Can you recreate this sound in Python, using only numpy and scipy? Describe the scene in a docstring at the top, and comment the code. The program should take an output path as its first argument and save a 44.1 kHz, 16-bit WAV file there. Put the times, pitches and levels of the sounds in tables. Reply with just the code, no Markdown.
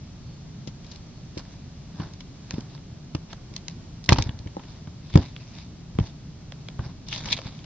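"""Soft sneaker steps on brick paving in a wall corner, over low town rumble. Then a pair of trainers
is dropped and trodden on, right beside the microphone: a phone lying on the ground.
Soles thud through the paving, grit and lace tips click, dragged rubber scuffs; the near walls return
the clicks and scuffs. The hardest blows overload the phone. Far off are a soft hiss and a faint bird."""
import sys
import numpy as np
from scipy import signal
from scipy.fft import rfft, irfft, next_fast_len
from scipy.io import wavfile
from scipy.ndimage import uniform_filter1d

SR = 44100
rng = np.random.default_rng(int(sys.argv[2]) if len(sys.argv) > 2 else 0)


def generate_wav(sig):
    """Save sig (samples, or channels by samples) to the path in sys.argv[1] as 16-bit PCM at SR."""
    pcm = np.round(np.clip(np.atleast_2d(sig).T, -1, 1) * 32767).astype(np.int16)
    wavfile.write(sys.argv[1], SR, pcm)


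N = 337365


# Soles landing near the phone: t/s, peak level/dB, ground ring f/Hz, contact time/ms,
# first swing (1 up, -1 down), shoe hollow re ground ring/dB
SOLE_BLOWS = [(0.675, -25, 206.6, 1.543, 1, -5), (1.371, -21.5, 154, 1.8, 1, -0.5),
              (1.998, -18, 156, 2.5, -1, -10), (2.538, -19, 150.2, 3, 1, -7),
              (2.582, -17.5, 215.3, 2.34, 1, -17), (3.149, -14.5, 137.6, 2.98, -1, 4.5),
              (3.329, -32, 168, 2.4, 1, -2.5), (3.516, -29.5, 198.5, 2.9, -1, -3),
              (4.091, -10, 132, 2.8, 1, 0), (4.105, -19.5, 126, 4, -1, -5.5),
              (4.1209, 0, 115.4, 2, -1, -8.5), (4.184, -13, 113.5, 3.6, -1, 5.5),
              (4.199, -14, 92.6, 4, -1, -5), (4.261, -19.5, 100.6, 5.3, -1, -10),
              (4.29, -19.5, 121.2, 3.6, 1, -18.5), (4.345, -31, 96.02, 4.3, 1, -15.5),
              (4.399, -27.5, 89.6, 3.9, -1, -13.5), (4.461, -26, 91.1, 3.3, 1, 1),
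              (4.568, -19.5, 191, 1.02, -1, 1), (4.874, -28.5, 144, 3.5, 1, -19),
              (5.14, -18, 119.4, 5.4, 1, -5), (5.1555, 5.5, 140, 2.0, -1, -16),
              (5.173, -11, 240.5, 1.4, -1, 2.5), (5.187, -15, 94.8, 4.1, -1, -7),
              (5.952, -25, 105, 4.1, -1, -15.5), (5.988, -8, 149.7, 1.31, 1, -19.5),
              (6.005, -14, 102, 5.5, 1, -13.5), (6.792, -17, 115.5, 4.9, -1, -2.5),
              (6.86, -27, 125.2, 4.8, -1, -10.5), (7.457, -25, 108, 2.6, 1, -14.5)]
# Air ringing inside a shoe: f/Hz, t60/s
SHOE_HOLLOW = [(300, 0.0334), (500, 0.022), (800, 0.034)]
def thuds():
    """A half-sine push rings the paving under the phone (main mode, deep sway) and the shoe's hollow."""
    mid, side, t = np.zeros(N), np.zeros(N), np.arange(8192) / SR
    for start, db, hz, contact_ms, swing, hollow_db in SOLE_BLOWS:
        push = np.sin(np.pi * np.clip(1000 * t / contact_ms, 0, 1))
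        t60 = 6.18 / hz  # the ground ring dies in about six cycles
        modes = [(hz, t60, 0), (0.65 * hz, 1.9 * t60, -10)]
        modes += [(f, fade, hollow_db) for f, fade in SHOE_HOLLOW]
        ringing = sum(undb(level) * np.cos(2 * np.pi * f * t) * np.exp(-np.log(1000) * t / fade)
                      for f, fade, level in modes)
        blow = signal.fftconvolve(push, ringing)[:len(t)]
        blow *= swing * undb(db) / np.max(np.abs(blow))
        add(mid, blow, start)
        add(side, np.gradient(blow) * SR / (2 * np.pi * hz), start)  # reaches one port a moment sooner
    return ports(mid, side, SHOE_SIDE)


# Grit and lace tips on brick, close up: t/s, relative level/dB, knock and tick re click/dB, click t60/s
GRIT_HITS = [(0.6724, -36, -20, 3.5, 0.0685), (0.844, -43, -9, 0.5, 0.03), (.865, -48.5, -15, 9.5, 0.0126),
             (0.9135, -45, -22.5, 13, 0.043), (.958, -42.5, -23, 8, 0.018),
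             (1.3745, -31.5, -10.5, 4, 0.029), (1.3794, -35.5, -6, 4.5, 0.045), (1.3906, -38.5, 2, 5, 0.06),
             (1.9987, -35, 6, -23.5, 0.0334), (2.135, -43.5, -13.5, 8, 0.016),
             (2.2044, -33.5, -12, 0, .031), (2.5078, -23.5, -4.5, 3.5, 0.0054),
             (2.5384, -35.5, -10, -3, 0.033), (2.5811, -40, -15, -1, 0.027), (2.606, -38.5, -8, 4, 0.0156),
             (2.7764, -40.5, -8.5, -18, 0.0176), (3.1483, -24.5, -3, -4.5, 0.0218),
             (3.3293, -32.5, 1.5, 4, 0.0143), (3.538, -40, -15.5, 3, .012), (3.563, -29, -12, 10, 0.0128),
             (3.682, -24, -14.5, 6, 0.0083), (4.04, -44, -10.5, 11.5, 0.013),
             (4.0473, -49, -14.5, 14, 0.0094), (4.059, -49, -4.5, 16.5, 0.044),
             (4.0896, 1, -13, -8, 0.0218), (4.1213, -12, 8, -1.5, 0.0099),
             (4.1272, -11.5, -19.5, 3.5, 0.0173), (4.159, -24.5, 1.5, -13.5, 0.015),
             (4.1701, -43, -2.5, 0, .014), (4.1837, -17.5, 3, -.5, 0.0252), (4.2225, -18, -20, 1.5, 0.013),
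             (4.2918, -22.5, -10.5, -18, 0.0077), (4.389, -40.5, -19, 7, 0.013),
             (4.4717, -34, -12, -9, 0.033), (4.5934, -37.5, 1.5, -19.5, 0.025),
             (4.6341, -40.5, -3.5, -10.5, .044), (4.872, -41.5, 3, -5, .023),
             (5.1003, -41.5, 1.5, .5, 0.0236), (5.1376, -29.5, -14.5, -3, 0.034),
             (5.1564, -17.5, 8.5, -5, 0.0109), (5.1741, -22.5, -1.5, 1.5, 0.0069),
             (5.224, -36.5, -3.5, -3.5, 0.054), (5.3632, -24.5, -19.5, -18.5, 0.0079),
             (5.9863, -21.5, 1, -12, 0.0066), (5.997, -29.5, -18, -8, 0.0227),
             (6.5211, -26, -6.5, -7, 0.0049), (6.6855, -23, -8.5, -8, 0.0045),
             (6.791, -36, 9, -21.5, 0.0205), (7.0849, -36.5, -4, 12.5, 0.0099),
             (7.1257, -18, -31, -24.5, 0.029), (7.256, -27, -6, -1, 0.0278),
             (7.285, -23.5, -17.5, -8, 0.037), (7.3135, -28.5, -17.5, -15, .016),
             (7.3318, -29.5, -19.5, -5, 0.0137), (7.3875, -27.5, 2, -13, 0.0082),
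             (7.5902, -37.5, -15, -8, .01), (7.642, -37, -8.5, -3, 0.016)]
# Where the shoes are, seen from the phone: t/s, left minus right/dB
SHOE_PAN = [(0, 12.5), (1.4, -0.5), (2.5, 0.5), (3.6, -1.5), (4.2, -0.5), (5.2, 3.5), (6.5, -1.5), (7.3, 4)]
# Low, middle and high modes of sole and phone shell: f/Hz, width/Hz, level/dB
KNOCK = [(522, 130, -2), (974.5, 294, 2), (1683.4, 340, 1)]
CLICK = [(2159, 770, -0.36), (3347, 633, 0.986)]
TICK = [(3980, 725, -1), (5205, 687, -0.5), (6330, 832, -7.5)]
def clicks():
    """A short crackle strikes three groups of modes; the lower the group, the slower it fades."""
    out, t = np.zeros((2, 2, N)), np.arange(2560) / SR  # left and right, each with mid and side
    rise = 1 - np.exp(-t / 0.00096)
    for start, db, knock_db, tick_db, t60 in GRIT_HITS:
        decay = np.log(1000) * t / t60
        crackle = rng.standard_normal((3, 2, len(t))) * rise
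        knock = ring(band(crackle[0] * np.exp(-.8 * decay), 350, 1300), KNOCK)
        click = ring(crackle[1] * np.exp(-decay), CLICK)
        tick = ring(crackle[2] * np.exp(-1.2 * decay), TICK)
        burst = sum(undb(level) * part / np.max(np.abs(part), axis=1, keepdims=True)
                    for part, level in [(knock, knock_db), (click, 0), (tick, tick_db)])
        pan_db = np.interp(start, *np.transpose(SHOE_PAN))
        gains = undb(db + np.array([pan_db, -pan_db]) / 2)
        add(out, gains[:, None, None] * burst, start)
    left, right = (ports(mid, side, SHOE_SIDE) for mid, side in out)
    return np.array([left[0], right[1]])


# Rubber dragged past the phone: hardest drag t/s, length/s, relative hiss level/dB, body re hiss/dB
DRAG_STROKES = [(0.919, 0.152, -51.5, -5.5), (1.479, 0.53, -56.5, -2.5), (2.027, 0.26, -52.5, 5),
                (2.54, 0.274, -53.5, -1), (2.734, 0.203, -57, -6), (3.313, 0.065, -49.5, -2.5),
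                (3.567, 0.097, -52, -18), (3.705, 0.082, -56, -8.5), (4.109, 0.0445, -34, 3),
                (4.203, 0.238, -42, -3.5), (4.703, .35, -55, -5), (5.193, 0.326, -45.5, -14.5),
                (5.426, 0.14, -53.5, -7), (5.562, 0.238, -48, -8), (6.051, 0.164, -49, -9.5),
                (6.853, 0.164, -51, 0.5), (7.135, 0.14, -33.5, -12), (7.176, 0.057, -41.5, -7),
                (7.277, 0.19, -40, -2), (7.324, 0.044, -24.5, -17), (7.371, 0.086, -38.5, -7.5),
                (7.467, 0.128, -47, -4), (7.57, 0.224, -54, -7.5)]
# A sole settling, rows for hiss, body and rumble: level after a 0 dB blow/dB, dB per dB of blow,
# time to fall 20 dB/s
SOLE_SETTLING = [(-40.5, 1.69, 0.0012), (-45.5, .5, 0.0887), (-20, 0.83, 0.0557)]
def drag():
    """Gains of hiss, hollow body and rumble: strokes swell and fade, blows leave a short settling."""
    gains, t = np.zeros((3, N)), np.arange(SR // 2) / SR
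    for peak_s, length, db, body_db in DRAG_STROKES:
        rise = 0.506 * length
        from_peak = np.where(t < rise, 1 - t / rise, (t - rise) / (length - rise))  # 1 = 20 dB down
        peak_db = db + np.array([[0], [body_db], [body_db + 6.5]])
        add(gains, undb(peak_db - 20 * from_peak ** 1.478), peak_s - rise)
    for start, db, *_ in SOLE_BLOWS:
        settling_db = [top_db + slope * db - 20 * t / fall for top_db, slope, fall in SOLE_SETTLING]
        add(gains, undb(settling_db), start)
    return gains


# Phone-shell resonances that colour the rasp of rubber on brick: f/Hz, width/Hz, level/dB
RASP_RESONANCES = [(2250, 600, -1), (2850, 500, -2), (3600, 500, 1), (4900, 900, -2), (6000, 700, -7)]
def scuffs(grains_per_s=4000, spread_db=3.0):
    """Rubber lightly catches and slips in dense, uneven grains; the drag also shakes the ground."""
    hiss_gain, body_gain, rumble_gain = drag()
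    catches = (rng.random(N) < grains_per_s / SR) * undb(spread_db * rng.exponential(size=N))
    friction = np.convolve(catches, np.exp(-np.arange(64) / 10), "same") * undb(1.52 * walk(90))
    noise = rng.standard_normal((2, N))
    grains = band(noise * friction, 2000, 7800)
    # the contact patch keeps changing, so each resonance wavers on its own
    rasp = sum((-1) ** k * undb(1.5 * walk(25)) * ring(grains, [mode])
               for k, mode in enumerate(RASP_RESONANCES))
    body = ring(band(noise * friction, 150, 1400), KNOCK)
    rumble = band(noise, 25, 202)
    mid, side = hiss_gain * unit(rasp) + body_gain * unit(body) + rumble_gain * unit(rumble)
    return ports(mid, side, SHOE_SIDE)


# Reflections in the corner, a few metres at most from the phone: delay t/s, level/dB
CORNER_ECHOES = [(.0045, -25.5), (.0075, -22.5), (0.015, -18.5)]
def walls(near):
    """The walls return the close sounds with left and right swapped."""
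    out = np.zeros_like(near)
    for delay, db in CORNER_ECHOES:
        add(out, undb(db) * near[::-1], delay)
    return out


# The distant town and open air, heard at ground level: f/Hz, relative level/dB
TOWN_SPECTRUM = [(12, -51.5), (20, -7), (59, -5.5), (155, -1), (199, -8), (263, -12.5), (339, -19),
                 (385, -20), (471, -26.5), (688, -26), (821, -29.5), (1800, -36), (4460, -35.5),
                 (6200, -39), (8390, -49.5), (10900, -96), (18500, -120)]
# That air across the two microphone ports: f/Hz, side re mid/dB
TOWN_SIDE = [(60, -20), (250, -15.5), (500, -2.5), (1000, -4.5), (2500, -5), (4000, 0.5), (7000, 6.5)]
def town_air(level_db=-41):
    """Distant rumble and outdoor hiss, each wavering on its own."""
    mid, side = colour(rng.standard_normal((2, N)), TOWN_SPECTRUM)
    air = undb(level_db) / np.sqrt(np.mean(mid ** 2)) * ports(mid, side, TOWN_SIDE)
    rumble = signal.sosfiltfilt(signal.butter(2, 350, fs=SR, output="sos"), air)
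    rumble_gain = undb(0.22 * walk(5.5) + 0.21 * walk(9))
    hiss_gain = undb(0.098 * walk(0.84) + 0.33 * walk(4.7))
    return rumble * rumble_gain + (air - rumble) * hiss_gain


# One bird, far from the microphone: t/s, length/s, f/Hz, level/dB
BIRD_CALLS = [(0.205, 0.193, 4420, -63.5), (1.08, 0.17, 4470, -65)]
def bird():
    """Thin breathy whistles, blurred by distance."""
    out = np.zeros(N)
    for start, length, hz, db in BIRD_CALLS:
        t = np.arange(int(length * SR)) / SR
        whistle = band(rng.standard_normal(len(t)), .96 * hz, 1.04 * hz)
        add(out, undb(db) * unit(whistle) * np.sin(np.pi * t / length), start)
    return out


# The close shoes across the two microphone ports: f/Hz, side re mid/dB
SHOE_SIDE = [(60, -16.5), (250, -19.5), (500, -5), (1000, -11.5), (2500, -7.5), (4500, -1), (7000, 7.5)]
def ports(mid, side, side_spectrum):
    """The phone's left and right ports, from what they share (mid) and what differs (side)."""
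    side = colour(side, side_spectrum)
    return np.array([mid + side, mid - side])


def ring(x, modes):
    """Sum of resonances, neighbours in opposite phase."""
    return sum((-1) ** k * undb(db) * signal.lfilter(*signal.iirpeak(hz, hz / width, fs=SR), x)
               for k, (hz, width, db) in enumerate(modes))


def colour(x, spectrum):
    """Weight a sound by (f/Hz, level/dB) points."""
    hz, db = np.transpose(spectrum)
    size = next_fast_len(N + 4096)
    log_f = np.log(np.arange(size // 2 + 1) * SR / size + 1)
    return irfft(rfft(x, size) * undb(np.interp(log_f, np.log(hz), db)), size)[..., :N]


def walk(rate):
    """Random levels held 1 / rate s and smoothed twice; spread near 1."""
    hold = int(SR / rate)
    steps = np.repeat(rng.standard_normal(N // hold + 1), hold)
    return 1.665 * uniform_filter1d(uniform_filter1d(steps, hold), hold)[:N]


def band(x, lo_hz, hi_hz):
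    return signal.sosfilt(signal.butter(2, [lo_hz, hi_hz], "bandpass", fs=SR, output="sos"), x)


def undb(db):
    return 10 ** (np.asarray(db) / 20)


def unit(x):
    return x / np.sqrt(np.mean(x ** 2))


def add(out, x, start_s):
    i = int(start_s * SR)
    out[..., i:i + x.shape[-1]] += x[..., :N - i]


def scene():
    """Shoes at the microphone, walls close by, town and bird far off."""
    near = undb(-3.5) * clicks() + undb(-1.7342) * scuffs()
    return near + walls(near) + thuds() + town_air() + bird()


def record(dry):
    """The phone drops the deepest bass, overloads on the hardest blows and cuts the top."""
    x = signal.sosfilt(signal.butter(1, 35, "highpass", fs=SR, output="sos"), dry)
    x = signal.sosfilt(signal.butter(6, 6900, fs=SR, output="sos"), x)
    x = np.clip(x, -.98, .98)
    return signal.sosfilt(signal.ellip(8, .2, 60, 8350, fs=SR, output="sos"), x)


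dry = scene()
out = record(dry)
generate_wav(out)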